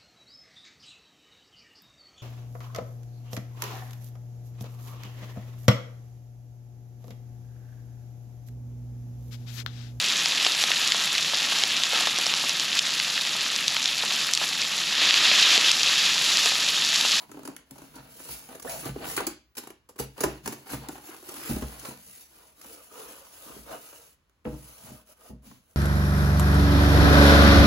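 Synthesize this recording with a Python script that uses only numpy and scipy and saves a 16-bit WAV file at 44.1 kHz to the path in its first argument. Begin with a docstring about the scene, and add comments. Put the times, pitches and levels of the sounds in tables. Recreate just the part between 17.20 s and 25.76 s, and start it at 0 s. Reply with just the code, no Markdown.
"""A short rub of foam and a patter of hollow knocks: hands carry a polystyrene packing tray over a wooden desk,
stand it on edge, ease a flat item in a plastic sleeve out, lower it and nudge it into place.
Rub, hiss, crinkle and drag are showers of tiny noise grains; slips are noise bursts that ring the tray;
scrapes and squeaks glide in pitch; bumps are damped thuds over a booming desk top.
A small room answers; a camera with closely spaced microphones stands near."""
import sys
import numpy as np
from scipy import signal
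from scipy.fft import rfft, irfft, next_fast_len
from scipy.io import wavfile
from scipy.ndimage import uniform_filter1d, map_coordinates

SR = 44100
rng = np.random.default_rng(int(sys.argv[2]) if len(sys.argv) > 2 else 0)


def dump(signal):
    """Clip the signal to [-1, 1] and save it as 16-bit WAV at the path in sys.argv[1]."""
    limited = np.clip(np.atleast_2d(signal).T, -1, 1)
    pcm = np.round(limited * 32767).astype(np.int16)
    wavfile.write(sys.argv[1], SR, pcm)


N = 377496

# All levels are fader settings, trimmed again where each layer is mixed.
# faint air noise behind everything: [f/Hz, level/dB]
AIR = [(15, -76), (25, -32.5), (43, -12), (66, -12), (105, -20), (796, -35.5), (1020, -31), (5880, -44.5),
       (8140, -46), (16000, -50.5)]
# decay of the small room: [f/Hz, t60/s]
ROOM = [(100, 0.41), (400, 0.29), (1100, 0.25), (3000, 0.41), (8000, 0.24), (16000, 0.15)]
# left-right correlation at the microphones, ahead of the widening: [f/Hz, correlation -1..1]
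ALIKE = [(100, 0.85), (300, 0.8), (500, 0.49), (800, 0.34), (1500, 0.37), (2000, -0.025), (3300, -0.19),
         (4300, 0.64), (5300, -0.29), (6500, 0.63), (7500, -0.13)]
# shifting weight makes the desk rumble: [start t/s, swell t/s, fade t/s, level/dB]
SHIFTS = [(0.03, 0.093, 0.24, -54), (0.5, 0.1, 1, -55.5), (1.429, 0.034, 0.41, -47),
          (1.65, 0.27, 0.23, -44), (2.751, 0.37, 0.18, -54.5), (3.23, 0.039, 0.09, -39.5),
          (3.509, 0.024, 0.14, -42), (4.12, 0.3, 0.6, -51.5), (6.23, 0.13, 0.18, -56.5),
          (7.25, 0.071, 0.24, -51.5), (7.599, 0.071, 0.15, -48.5), (8.24, 0.032, 0.15, -50)]
# colour of that rumble: [f/Hz, level/dB]
RUMBLE = [(25, -21), (45, -9), (61, -1.5), (85, -13), (135, -0.5), (175, -5.5), (240, -4), (330, -19),
          (600, -24.5)]
# weight bears on the desk:
# [t/s, contact t/s, thud level/dB, thud f/Hz, boom level/dB near 60 Hz, drone level/dB near 135 Hz]
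BUMPS = [(.283, 0.0026, -31, 287, -72, -77), (.514, 0.0036, -38, 277, -72, -64.5),
         (0.789, .006, -54, 150, -61, -56), (1.089, .003, -50, 140, -56, -57),
         (1.121, 0.0027, -42.5, 252, -63, -62), (1.657, 0.0023, -30, 336, -55, -43),
         (1.684, 0.0024, -25.5, 198, -44, -38), (2.073, 0.0033, -33, 275, -60.5, -81),
         (2.797, 0.0017, -29, 396, -43.5, -46.5), (3.039, 0.0013, -21, 300, -39.5, -44),
         (3.276, 0.003, -31, 285, -62, -47), (3.532, 0.0017, -28, 290, -46, -41),
         (3.688, 0.0028, -30.5, 366, -61, -59.5), (4.29, 0.0043, -22, 232, -43, -41),
         (4.311, 0.0015, -21.5, 275, -37, -45), (4.336, 0.0018, -31, 198, -32.5, -52),
         (4.366, .0012, -23, 255, -58, -57), (4.422, 0.0014, -23, 242, -34.5, -45),
         (4.686, 0.0011, -32.5, 224, -61, -53), (5.453, 0.0028, -46, 253, -67, -70),
         (6.257, 0.0043, -43, 306, -72, -74), (6.298, .003, -38.5, 324, -66, -70),
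         (6.357, 0.0047, -37.5, 403, -71, -72), (6.38, .008, -43, 261, -57, -66),
         (7.258, .002, -24.5, 232, -56, -62), (7.268, .0009, -19, 315, -40, -47),
         (7.32, 0.0081, -30, 310, -44, -60), (7.706, 0.0013, -39.5, 634, -70, -73),
         (7.719, .0009, -33, 200, -59, -55.5), (8.094, 0.0057, -34, 198, -48, -53),
         (8.125, .004, -44, 139, -53, -61)]
# ringing modes of the desk top: [f/Hz, level/dB, t60/s]
DESK_MODES = [(59.7, 0.5, .46), (135.2, 0.5, 0.36), (199, -10.5, 0.34), (231.5, -3.5, 0.27),
              (310.8, -3.5, 0.15), (404, -13.5, .15), (484, -10, 0.31), (616, -12, 0.4), (750, -16.5, .22)]
# colour of the noise in a thud: [f/Hz, level/dB]
THUD = [(60, -33), (150, -0.5), (250, 1.5), (380, -12), (550, -11.5), (900, -18.5), (2000, -45),
        (5000, -78.5)]
# brief stick-slip squeaks: [t/s, length t/s, start f/Hz, end f/Hz, level/dB]
SQUEAKS = [(1.446, 0.033, 428, 544, -35.5), (1.467, 0.024, 1303, 1990, -37.5),
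           (1.485, .045, 1990, 2460, -47), (1.463, 0.068, 695.5, 661, -40), (1.516, 0.055, 678, 605, -40),
           (6.485, 0.0916, 556.4, 724, -42), (7.889, 0.022, 720, 520, -54), (8.049, 0.024, 756, 640, -51.5)]
# a foam edge scrapes along, pitch following speed: [t/s, length t/s, start f/Hz, end f/Hz, level/dB]
SCRAPES = [(2, 0.16, 522.4, 1918, -52.5), (1.8, 0.06, 790, 891, -51.5), (1.9796, .03, 1667, 1700, -37.5),
           (2.006, 0.017, 1200, 660, -41), (3.54, .065, 2200, 1250, -53), (3.863, .11, 1020, 1404, -53),
           (4.14, 0.24, 1291, 2000, -48), (1.47, 0.14, 760, 620, -45.5), (4.418, .035, 1800, 750, -45)]
# colour of a foam edge scraping at middling speed: [f/Hz, level/dB]
EDGE = [(200, -32.5), (600, -11.5), (820, -3.5), (1000, -5.5), (1250, -5.5), (1900, -13.5), (2800, -20.5),
        (4500, -40.5)]
# each push or pull of the hands: [start t/s, swell t/s, fade t/s, rub level/dB, sleeve hiss level/dB]
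STROKES = [ (0.0, 0.0005, 0.062, -46.5, -53.5), (0.09, 0.16, 0.2, -53, -65.5),
           (0.44, 0.19, 0.21, -57.5, -61.5), (0.728, 0.021, 0.25, -51, -59),
           (0.871, 0.23, .24, -51.5, -46.5), (1.07, 0.056, 0.042, -63, -41),
           (1.27, 0.07, .07, -46.5, -53.5), (1.439, 0.084, 0.2, -48.5, -40.5),
           (1.62, 0.058, 0.043, -37.5, -47), (1.749, 0.1, 0.15, -38, -55), (1.838, 0.066, 0.11, -57, -37.5),
           (1.958, 0.035, 0.069, -35.5, -60), (2.357, 0.026, 0.15, -54, -57),
           (2.78, 0.023, 0.054, -41.5, -41), (2.96, 0.042, 0.21, -42, -51.5),
           (3.23, 0.074, 0.21, -52.5, -55), (3.455, 0.079, 0.038, -39, -41),
           (3.57, 0.067, 0.22, -50, -60.5), (3.68, 0.044, 0.13, -53, -51), (3.8, 0.067, 0.27, -50.5, -50),
           (4.02, 0.17, 0.073, -45, -44), (4.2, 0.1, 0.11, -41, -38), (4.35, 0.055, 0.47, -48.5, -49),
           (4.571, 0.11, 0.077, -44.5, -47.5), (4.689, 0.3, 0.1, -62.5, -50.5), (5.05, 0.13, 0.2, -59, -57),
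           (5.343, 0.16, 0.24, -54, -50.5), (5.682, 0.12, 0.32, -46, -48), (5.981, 0.25, 0.43, -54.5, -51),
           (6.229, 0.089, 0.1, -46.5, -55), (6.453, 0.075, 0.066, -39.5, -54.5),
           (6.47, 0.2, 0.29, -56, -51), (7.243, 0.014, 0.15, -51.5, -63), (7.31, 0.18, 0.31, -59, -53.5),
           (7.559, 0.12, 0.17, -53.5, -54), (7.848, 0.066, 0.032, -58.5, -57.5),
           (7.948, 0.13, 0.055, -56, -57), (8.217, 0.04, 0.053, -57.5, -60.5),
           (8.38, 0.14, .1, -68.5, -68.5)]
# colour of foam beads rubbing: [f/Hz, level/dB]
RUB = [(100, -38.5), (170, -14.5), (324, -4), (371, -15.5), (462, 1), (568, -10), (625, -3), (757, -4.5),
       (1540, -9), (3070, -19), (3330, -19), (4500, -15), (5850, -32), (9900, -120)]
# colour of the sleeve dragging over the desk: [f/Hz, level/dB]
DRAG = [(100, -58), (220, -7.5), (310, -10), (450, -0.5), (540, -3), (640, -3), (800, -5.5), (1000, -2.5),
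        (1300, -7), (1900, -11), (3200, -14.5), (6000, -16)]
# resonances of the flat item as it drags: [f/Hz, width f/Hz, level/dB]
PANEL = [(285.5, 41, -3), (470, 58, 0.5), (554, 69, -1.5), (636, 58, 0.5), (940, 120, -6), (1220, 70, -1.5),
         (1506, 130, -6.5)]
# colour of the sleeve's hiss: [f/Hz, level/dB]
HISS = [(900, -21), (1800, -6), (2900, -2.5), (3500, -5.5), (5500, -2.5), (7000, -2.5), (8800, 2.5),
        (11000, 1), (16000, -1)]
# colour of crunching beads and of the crinkling sleeve: [f/Hz, level/dB]
CRUNCH = [(400, -4), (1500, -3), (2800, -3.5), (3600, -3.5), (5500, 0.5), (6900, 2.5), (9000, 4),
          (12000, 2), (16000, -1.5)]
# resonances of the foam walls in a hard clack: [f/Hz, width f/Hz, level/dB]
CLACK = [(850, 280, -5.5), (1040, 310, -4), (1420, 420, -7.5), (1610, 230, -6), (1937, 860, -17),
         (2893, 310, -5.5)]
# resonances of the hollow foam tray: [f/Hz, width f/Hz, level/dB]
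HOLLOW = [(286, 103, 2.5), (460, 140, -0.5), (645, 80, -1)]
# ringing modes of the tray: [f/Hz, level/dB, t60/s]
TRAY_MODES = [(289.4, 6.5, 0.062), (415, 1.5, 0.047), (619, 0.5, 0.065), (828, 0.5, 0.13),
              (1102, -5.5, 0.082), (1320, -12, 0.032), (1664, -8.5, 0.052), (2940, -24, 0.069)]
# the foam catches and lets go:
# [t/s, length t/s, crunch level/dB, clack level/dB, clack f/Hz, hollow knock level/dB, knock f/Hz]
SLIPS = [(0.091,0.0072,-54,-48.5,1078,-41.5,292), (0.115,0.0038,-34,-44,1280,-40.5,287),
         (0.142,0.0068,-49,-45,988,-39,295), (.169,0.0058,-47.5,-43,790,-36.5,280),
         (0.19,0.0055,-42.5,-44,896,-37.5,270), (0.232,.003,-39.5,-54,1100,-44,290),
         (0.25,0.0059,-28,-40,952,-33.5,275), (0.275,.0029,-26,-37.5,950,-36,280),
         (.283,0.0065,-49,-44,813,-33.5,263), (0.364,0.0028,-29.5,-40.5,1910,-58,293),
         (0.509,0.0031,-31,-62,1270,-45,275), (0.555,0.0071,-42,-49,836,-40.5,294),
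         (0.579,0.0073,-36.5,-47,900,-41,282), (0.617,0.0058,-39.5,-47,920,-41,292),
         (0.638,.005,-53,-55,800,-45,283), (0.754,0.0087,-32,-53,800,-43,290),
         (0.999,0.0065,-34.5,-43.5,900,-50,326), (1.088,0.0048,-32.5,-45,875,-56,320),
         (1.288,0.0048,-37.5,-41,776,-40.5,240), (1.35,0.0052,-32.5,-58,1125,-36.5,468),
         (1.3966,0.0045,-30,-45,1086,-49,285), (1.421,0.0077,-27,-57,1660,-49,430),
         (1.445,0.0083,-43,-34.5,736,-31,433), (1.493,.0089,-20.5,-41.5,751,-54,690),
         (1.652,0.0092,-25,-36.5,854,-29,308), (1.757,0.0077,-62.5,-41,653,-27.5,418),
         (1.964,0.0081,-14,-45,1303,-43,288), (1.975,0.0051,-25,-21.5,1433,-25.5,398),
         (2.002,0.0058,-23.5,-26.5,943,-25,428), (2.066,0.0052,-13.5,-38,1078,-27,272),
         (2.073,0.0052,-26.5,-45,603,-31,326), (2.351,0.0053,-39,-55.5,1525,-71,320),
         (2.368,0.0085,-22.5,-47,1166,-50,740), (2.378,0.0072,-22,-45,1390,-36,254),
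         (2.435,0.0042,-36,-46,918,-46,285), (2.471,0.0047,-32,-40,952,-40.5,390),
         (2.502,0.005,-35.5,-42.5,1000,-40,356), (2.688,0.0095,-36,-47.5,897,-45.5,480),
         (2.758,0.0075,-42.5,-50,1110,-46.5,370), (2.787,0.0073,-22.5,-37,1363,-38,300),
         (2.796,0.0071,-19,-31.5,651,-24.5,472), (2.978,0.0033,-34.5,-46.5,913,-43.5,363),
         (3.005,0.0068,-14,-31,923,-24.5,470), (3.032,0.0052,-24,-35,1313,-26,390),
         (3.036,0.0062,-13,-18,1020,-14.5,331), (3.057,0.0059,-35.5,-38.5,1237,-27.5,314),
         (3.258,0.0051,-22,-30,1053,-32.5,295), (3.275,0.0038,-17.5,-30,1074,-30.5,400),
         (3.322,0.0089,-24,-38.5,1135,-33,300), (3.53,0.0077,-28.5,-33.5,966,-28.5,295),
         (3.544,.004,-34.5,-38,1122,-45,400), (3.686,0.0024,-24.5,-44.5,850,-37.5,302),
         (3.689,0.0055,-40.5,-35,777,-36.5,327), (3.752,0.0074,-40.5,-39.5,837,-47,380),
         (3.762,0.0037,-42.5,-45,1300,-52,330), (3.779,0.0058,-42.5,-44,826,-47,323),
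         (3.885,0.0071,-40.5,-52,1165,-38,338), (3.914,0.0038,-42.5,-45,1382,-51,310),
         (3.944,0.0033,-40.5,-45,1160,-47,310), (4.026,0.0039,-40,-55,910,-44,355),
         (4.084,0.0058,-36.5,-46.5,1007,-41.5,355), (4.089,0.0064,-27,-42.5,1202,-45,390),
         (4.163,0.0031,-38.5,-43,1113,-50,324), (4.363,0.0046,-35,-46,1240,-29.5,386),
         (4.42,0.0075,-29,-36.5,1100,-27,402), (4.595,0.0053,-29,-64,940,-56,400),
         (4.635,0.0068,-38,-47,900,-46,420), (4.649,0.0089,-26,-38,1116,-43,544),
         (4.708,.005,-38.5,-41,980,-47,400), (5.413,0.0042,-34,-52.5,1540,-65,544),
         (5.443,0.0062,-41.5,-44.5,1120,-48,566), (6.726,0.0066,-41,-46.5,1130,-49,570),
         (7.095,0.0031,-57,-70,1500,-72,399), (7.251,0.0049,-62,-38.5,1300,-31,488),
         (7.26,0.0081,-60,-42,730,-31.5,506), (7.268,0.008,-58,-45,744,-29,483),
         (7.664,0.0069,-45,-48,836,-50,260), (8.312,0.0034,-47,-47,1113,-45,212)]

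TOP_HZ = 15850  # nothing is heard from here up
EDGE_HZ = 1000  # pitch of the edge's rasp at normal speed
ON_DESK, CROSSFADE = 4.69, 0.89  # s: the sleeve starts to drag on the desk, and takes over from the foam
# flanks of a stroke (1 = straight ramps); desk rumble relative to the rub, dB
SWELL_POWER, RUB_SHAKE_DB = 0.78, -16.5
# knock delay as a share of the slip's length; t60 of the flexing foam wall in cycles
KNOCK_LAG, FLEX_CYCLES = 0.296, 12.3
# t60 of a thud: so many cycles plus so many contact times
THUD_CYCLES, THUD_CONTACTS = 9.2, 14


def amp(db):
    """Decibels to gain."""
    return 10 ** (np.asarray(db) / 20)


def unit(x):
    """Scale to rms 1."""
    return x / np.sqrt(np.mean(x ** 2) + 1e-20)


def along(points, hz):
    """Read (Hz, value) points on a log frequency axis."""
    f, v = np.transpose(points)
    return np.interp(np.log(hz + 1), np.log(f + 1), v)


def wobble(rate):
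    """A smooth random curve with rate knots a second."""
    knots = rng.standard_normal(int(N * rate / SR) + 4)
    return map_coordinates(knots, [np.arange(N) * rate / SR])


def filtered(x, response):
    """Apply a gain that depends on frequency."""
    m = next_fast_len(N + SR // 2)
    spectrum = rfft(x, m) * response(np.fft.rfftfreq(m, 1 / SR))
    return irfft(spectrum, m)[..., :N]


def coloured(x, spectrum):
    """Shape x with a spectrum table; rms 1."""
    return unit(filtered(x, lambda hz: amp(along(spectrum, hz))))


def noise(spectrum):
    """Two unrelated coloured noises."""
    return coloured(rng.standard_normal((2, N)), spectrum)


def resonant(x, modes):
    """Pass x through broad resonances of alternating sign, rolled off above the last; rms 1."""
    def response(f):
        total = 0
        for k, (centre, width, db) in enumerate(modes):
            damping = 1j * f * width
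            total = total + (-1) ** k * amp(db) * damping / (centre ** 2 - f ** 2 + damping)
        return total / (1 + (f / (2 * modes[-1][0])) ** 2)
    return unit(filtered(x, response))


def add(track, s, sound):
    """Mix a sound into the track at time s."""
    part = track[:, max(round(s * SR), 0):][:, :sound.shape[-1]]
    part += sound[..., :part.shape[-1]]


def burst(t, rise, t60):
    """An envelope of peak 1 that swells and dies away."""
    shape = (1 - np.exp(-t / rise)) ** 2 * amp(-60 * t / t60)
    return shape / shape.max()


def swells(timing, levels_db):
    """Gain of strokes that each swell from rest and fade again; overlapping strokes add in power."""
    power = np.zeros((1, N))
    for (start, swell, fade), db in zip(timing, levels_db):
        t = np.arange(round((swell + fade) * SR)) / SR
        speed = np.interp(t, [0, swell, swell + fade], [0, 1, 0])
        add(power, start, (amp(db) * speed ** SWELL_POWER) ** 2)
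    return np.sqrt(power[0])


def grains(rate, spread_db, life):
    """Random stick-slip releases, rate a second, each a puff of noise of its own size dying over life s."""
    sizes = (rng.random(N) < rate / SR) * amp(spread_db * np.minimum(rng.standard_normal(N), 2.5))
    power = signal.lfilter([1], [1, -np.exp(-2 / (life * SR))], sizes ** 2)
    return unit(np.sqrt(power) * rng.standard_normal((2, N)))


def shifting(x, patchy_db):
    """As the contact point moves, different resonances stand out for a moment."""
    z = signal.stft(x, nperseg=1024)[2]
    field = uniform_filter1d(rng.standard_normal(z.shape[1:]), size=4, axis=0)  # smooth over frequency
    field = uniform_filter1d(field, size=6, axis=1)  # and over time
    return unit(signal.istft(z * amp(patchy_db * unit(field)), nperseg=1024)[1][:, :N])


def glide(x, s, hz):
    """Play the edge's rasp faster or slower, so that it centres on hz at each sample."""
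    position = s * SR / 2 + np.cumsum(hz) / EDGE_HZ  # each event reads its own stretch
    return unit(np.array([map_coordinates(c, [position], order=1, mode="wrap") for c in x]))


def air():
    """Steady coloured noise lies faintly under the handling."""
    return amp(-69.5) * noise(AIR)


def room(x, count=12):
    """A short diffuse tail that changes as the tray and hands move."""
    wet, now = np.zeros((2, N)), np.arange(N) / N * (count - 1)
    for place in range(count):
        hz, t, z = signal.stft(rng.standard_normal((2, SR // 2)), SR, nperseg=256)
        decay = amp(-60 * t / along(ROOM, hz)[:, None]) * (1 - np.exp(-t / 0.001))
        tail = signal.istft(z * decay, SR, nperseg=256)[1]
        tail = tail / np.linalg.norm(tail[0])
        share = np.maximum(1 - abs(now - place), 0)  # crossfade from place to place
        near = np.flatnonzero(share)
        add(wet, near[0] / SR, signal.fftconvolve(x[:, near] * np.sqrt(share[near]), tail, axes=1))
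    return wet


def desk_rumble(rub_gain):
    """Shifting weight and the rub itself shake the desk into a low rumble."""
    shifts = np.array(SHIFTS)
    weight_gain = swells(shifts[:, :3], shifts[:, 3] - 1.5)
    return noise(RUMBLE) * np.hypot(weight_gain, rub_gain * amp(RUB_SHAKE_DB))


def bumps():
    """A padded weight lands: a dull thud pitched by the place of contact, then the desk top booms on."""
    out, push, t = np.zeros((2, N)), np.zeros((1, N)), np.arange(SR) / SR
    for s, contact, thud_db, thud_hz, boom_db, drone_db in BUMPS:
        blow = [(60, boom_db + 3.5), (135, drone_db + 3.5), (200, thud_db - 17)]
        for hz, db, t60 in DESK_MODES:
            # low modes take longer to build up; the ring goes to the first channel, the mid
            ring = burst(t, 0.37 / hz, t60) * np.sin(2 * np.pi * hz * t)
            add(out[:1], s, amp(db + along(blow, hz)) * ring)
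        press = amp(thud_db) * burst(t, contact, THUD_CYCLES / thud_hz + THUD_CONTACTS * contact)
        add(out[:1], s, amp(-8.0) * press * np.sin(2 * np.pi * thud_hz * t))
        add(push, s, amp(-11.5) * press)
    return out + push * noise(THUD)


def squeaks():
    """Fast, uneven stick-slip makes a short, hoarse, gliding tone."""
    out = np.zeros((2, N))
    unsteady = wobble(500)
    for s, length, start_hz, end_hz, db in SQUEAKS:
        u = np.linspace(0, 1, max(round(length * SR), 2))
        hz = start_hz + (end_hz - start_hz) * u
        hz = hz * np.exp(0.093 * unsteady[round(s * SR):][:len(u)])
        phase = 2 * np.pi * np.cumsum(hz) / SR + 2 * np.pi * rng.random((2, 1))
        tone = np.sin(phase) + 0.19 * np.sin(2 * phase)
        add(out, s, amp(db) * np.sin(np.pi * u) * tone)
    return out


def scrapes():
    """A foam edge rasps in a band of noise that slides with the speed."""
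    out = np.zeros((2, N))
    rasp = coloured(grains(rate=1000, spread_db=-3, life=0.0022), EDGE)
    for s, length, start_hz, end_hz, db in SCRAPES:
        u = np.linspace(0, 1, max(round(length * SR), 2))
        hz = start_hz * (end_hz / start_hz) ** u
        add(out, s, amp(db) * np.sin(np.pi * u) * glide(rasp, s, hz))
    return out


def sleeve(hiss_gain):
    """Plastic film hisses in dense grains and crinkles in sparse, uneven ones."""
    film = coloured(grains(rate=1300, spread_db=2.6, life=.006), HISS) * amp(.6 * wobble(35))
    hiss = shifting(film, patchy_db=3.0) * hiss_gain * amp(3.0)
    crinkle = coloured(grains(rate=110, spread_db=8, life=0.0019), CRUNCH) * hiss_gain * amp(-10.0)
    return hiss + crinkle


def rubbing(rub_gain):
    """Foam beads rasp, snag and judder; later the sleeved item drags over the desk instead."""
    on_desk = np.clip((np.arange(N) / SR - ON_DESK) / CROSSFADE, 0, 1)
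    rasp = coloured(grains(rate=700, spread_db=4, life=.006), RUB) * amp(1.4 * wobble(30))
    friction = coloured(grains(rate=1400, spread_db=3, life=.0035), DRAG)
    panel = resonant(grains(rate=990, spread_db=2, life=0.0032), PANEL)
    drag = unit(amp(-0.5) * friction + panel)
    contact = np.sqrt(1 - on_desk) * rasp * amp(-1.5) + np.sqrt(on_desk) * drag
    rub = shifting(contact, patchy_db=2.5) * rub_gain * amp(-2.03)
    # single beads snag and tick against the tray, and small slips make it judder hollowly
    snags = resonant(grains(rate=130, spread_db=3.5, life=0.0012), CLACK) * rub_gain * amp(-11)
    judder = resonant(grains(rate=110, spread_db=1.5, life=0.0027), HOLLOW)
    return rub + snags + judder * rub_gain * (1 - on_desk) * amp(-9)


def sliding():
    """The strokes of the hands drive desk rumble, sleeve and rub together."""
    strokes = np.array(STROKES)
    rub_gain = swells(strokes[:, :3], strokes[:, 3])
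    hiss_gain = swells(strokes[:, :3], strokes[:, 4])
    return desk_rumble(rub_gain) + sleeve(hiss_gain) + rubbing(rub_gain)


def tray_ring(t):
    """The whole tray rings, its modes weighted at random for each place of contact."""
    ring = 0
    for hz, db, t60 in TRAY_MODES:
        gain = amp(db + rng.normal(0, 1.6, (2, 1)))
        ring = ring + gain * burst(t, 0.0012, t60) * np.sin(2 * np.pi * (hz * t + rng.random((2, 1))))
    return unit(ring)


def slips():
    """Beads crunch briefly and the edge clacks hard; then the light, well damped tray knocks."""
    out, t = np.zeros((2, N)), np.arange(SR // 5) / SR
    releases = grains(rate=2000, spread_db=2.5, life=0.0007)
    beads = coloured(releases + 0.58 * rng.standard_normal((2, N)), CRUNCH)
    beads = shifting(beads, patchy_db=3.0)
    hollow = resonant(rng.standard_normal((2, N)), HOLLOW)
    edge, walls = noise(EDGE), resonant(rng.standard_normal((2, N)), CLACK)
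    for s, length, crunch_db, clack_db, clack_hz, knock_db, knock_hz in SLIPS:
        start = int(np.clip(s * SR, 0, N - len(t)))
        here, knock_s = slice(start, start + len(t)), s + KNOCK_LAG * length
        # beads, edge and walls start almost together, the hollow knock just after:
        # (sound, level/dB, onset t/s, t60 in slip lengths)
        parts = [(beads[:, here], crunch_db - 26.5, s - .0003, 6),
                 (glide(edge, s, np.full(len(t), clack_hz)), clack_db - 21, s, 5),
                 (walls[:, here], clack_db - 28, s, 5.5),
                 (hollow[:, here], knock_db - 24.5, knock_s, 7)]
        for source, db, onset, lengths in parts:
            sound = source * burst(t, length / 3, lengths * length)
            add(out, onset, amp(db) * np.array([unit(c) for c in sound]))
        # the edge and the wall under the contact each flex for a few cycles at their own pitch
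        flexes = [(clack_hz, clack_db - 26, 5 * length), (knock_hz, knock_db - 21.0, FLEX_CYCLES / knock_hz)]
        for hz, db, t60 in flexes:
            flex = burst(t, length / 1.9, t60) * np.sin(2 * np.pi * hz * t)
            add(out[:1], knock_s, amp(db) * unit(flex))
        add(out, knock_s, amp(knock_db - 28.0) * tray_ring(t))
    return out


def scene():
    """Mix the handling, room and air, then decode mid and side so the bass is nearly alike in both channels."""
    slide, slip, bump = sliding() + scrapes() + squeaks(), slips(), bumps()
    wet = room(amp(-8.0) * slide + amp(-6.5) * slip + amp(-8.5) * bump)
    pair = slide + slip + bump + wet + air()

    def likeness(hz):
        return np.sqrt((1 + np.clip(along(ALIKE, hz), -1, 1) * [[1], [-1]]) / 2)
    mid, side = filtered(pair, likeness)
    return np.array([mid + side, mid - side])


def record(dry):
    """The camera cuts deepest bass and top treble; its widening puts the treble alternately in and out of phase."""
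    def widening(hz):
        comb = np.clip(1.15 * np.cos(2 * np.pi * (hz - 10950) / 4850), -.9995, .9995)
        onset = np.clip((hz - 7000) / 1100, 0, 1)  # full from 8100 Hz up
        return np.sqrt(1 + onset * comb * [[1], [-1]])

    def passband(hz):
        low_cut_hz = 40
        return (hz < TOP_HZ) * hz ** 4 / (hz ** 4 + low_cut_hz ** 4)
    mid, side = filtered(np.array([dry[0] + dry[1], dry[0] - dry[1]]) / 2, widening)
    return filtered(np.array([mid + side, mid - side]), passband)


dry = scene()
out = record(dry)
dump(out)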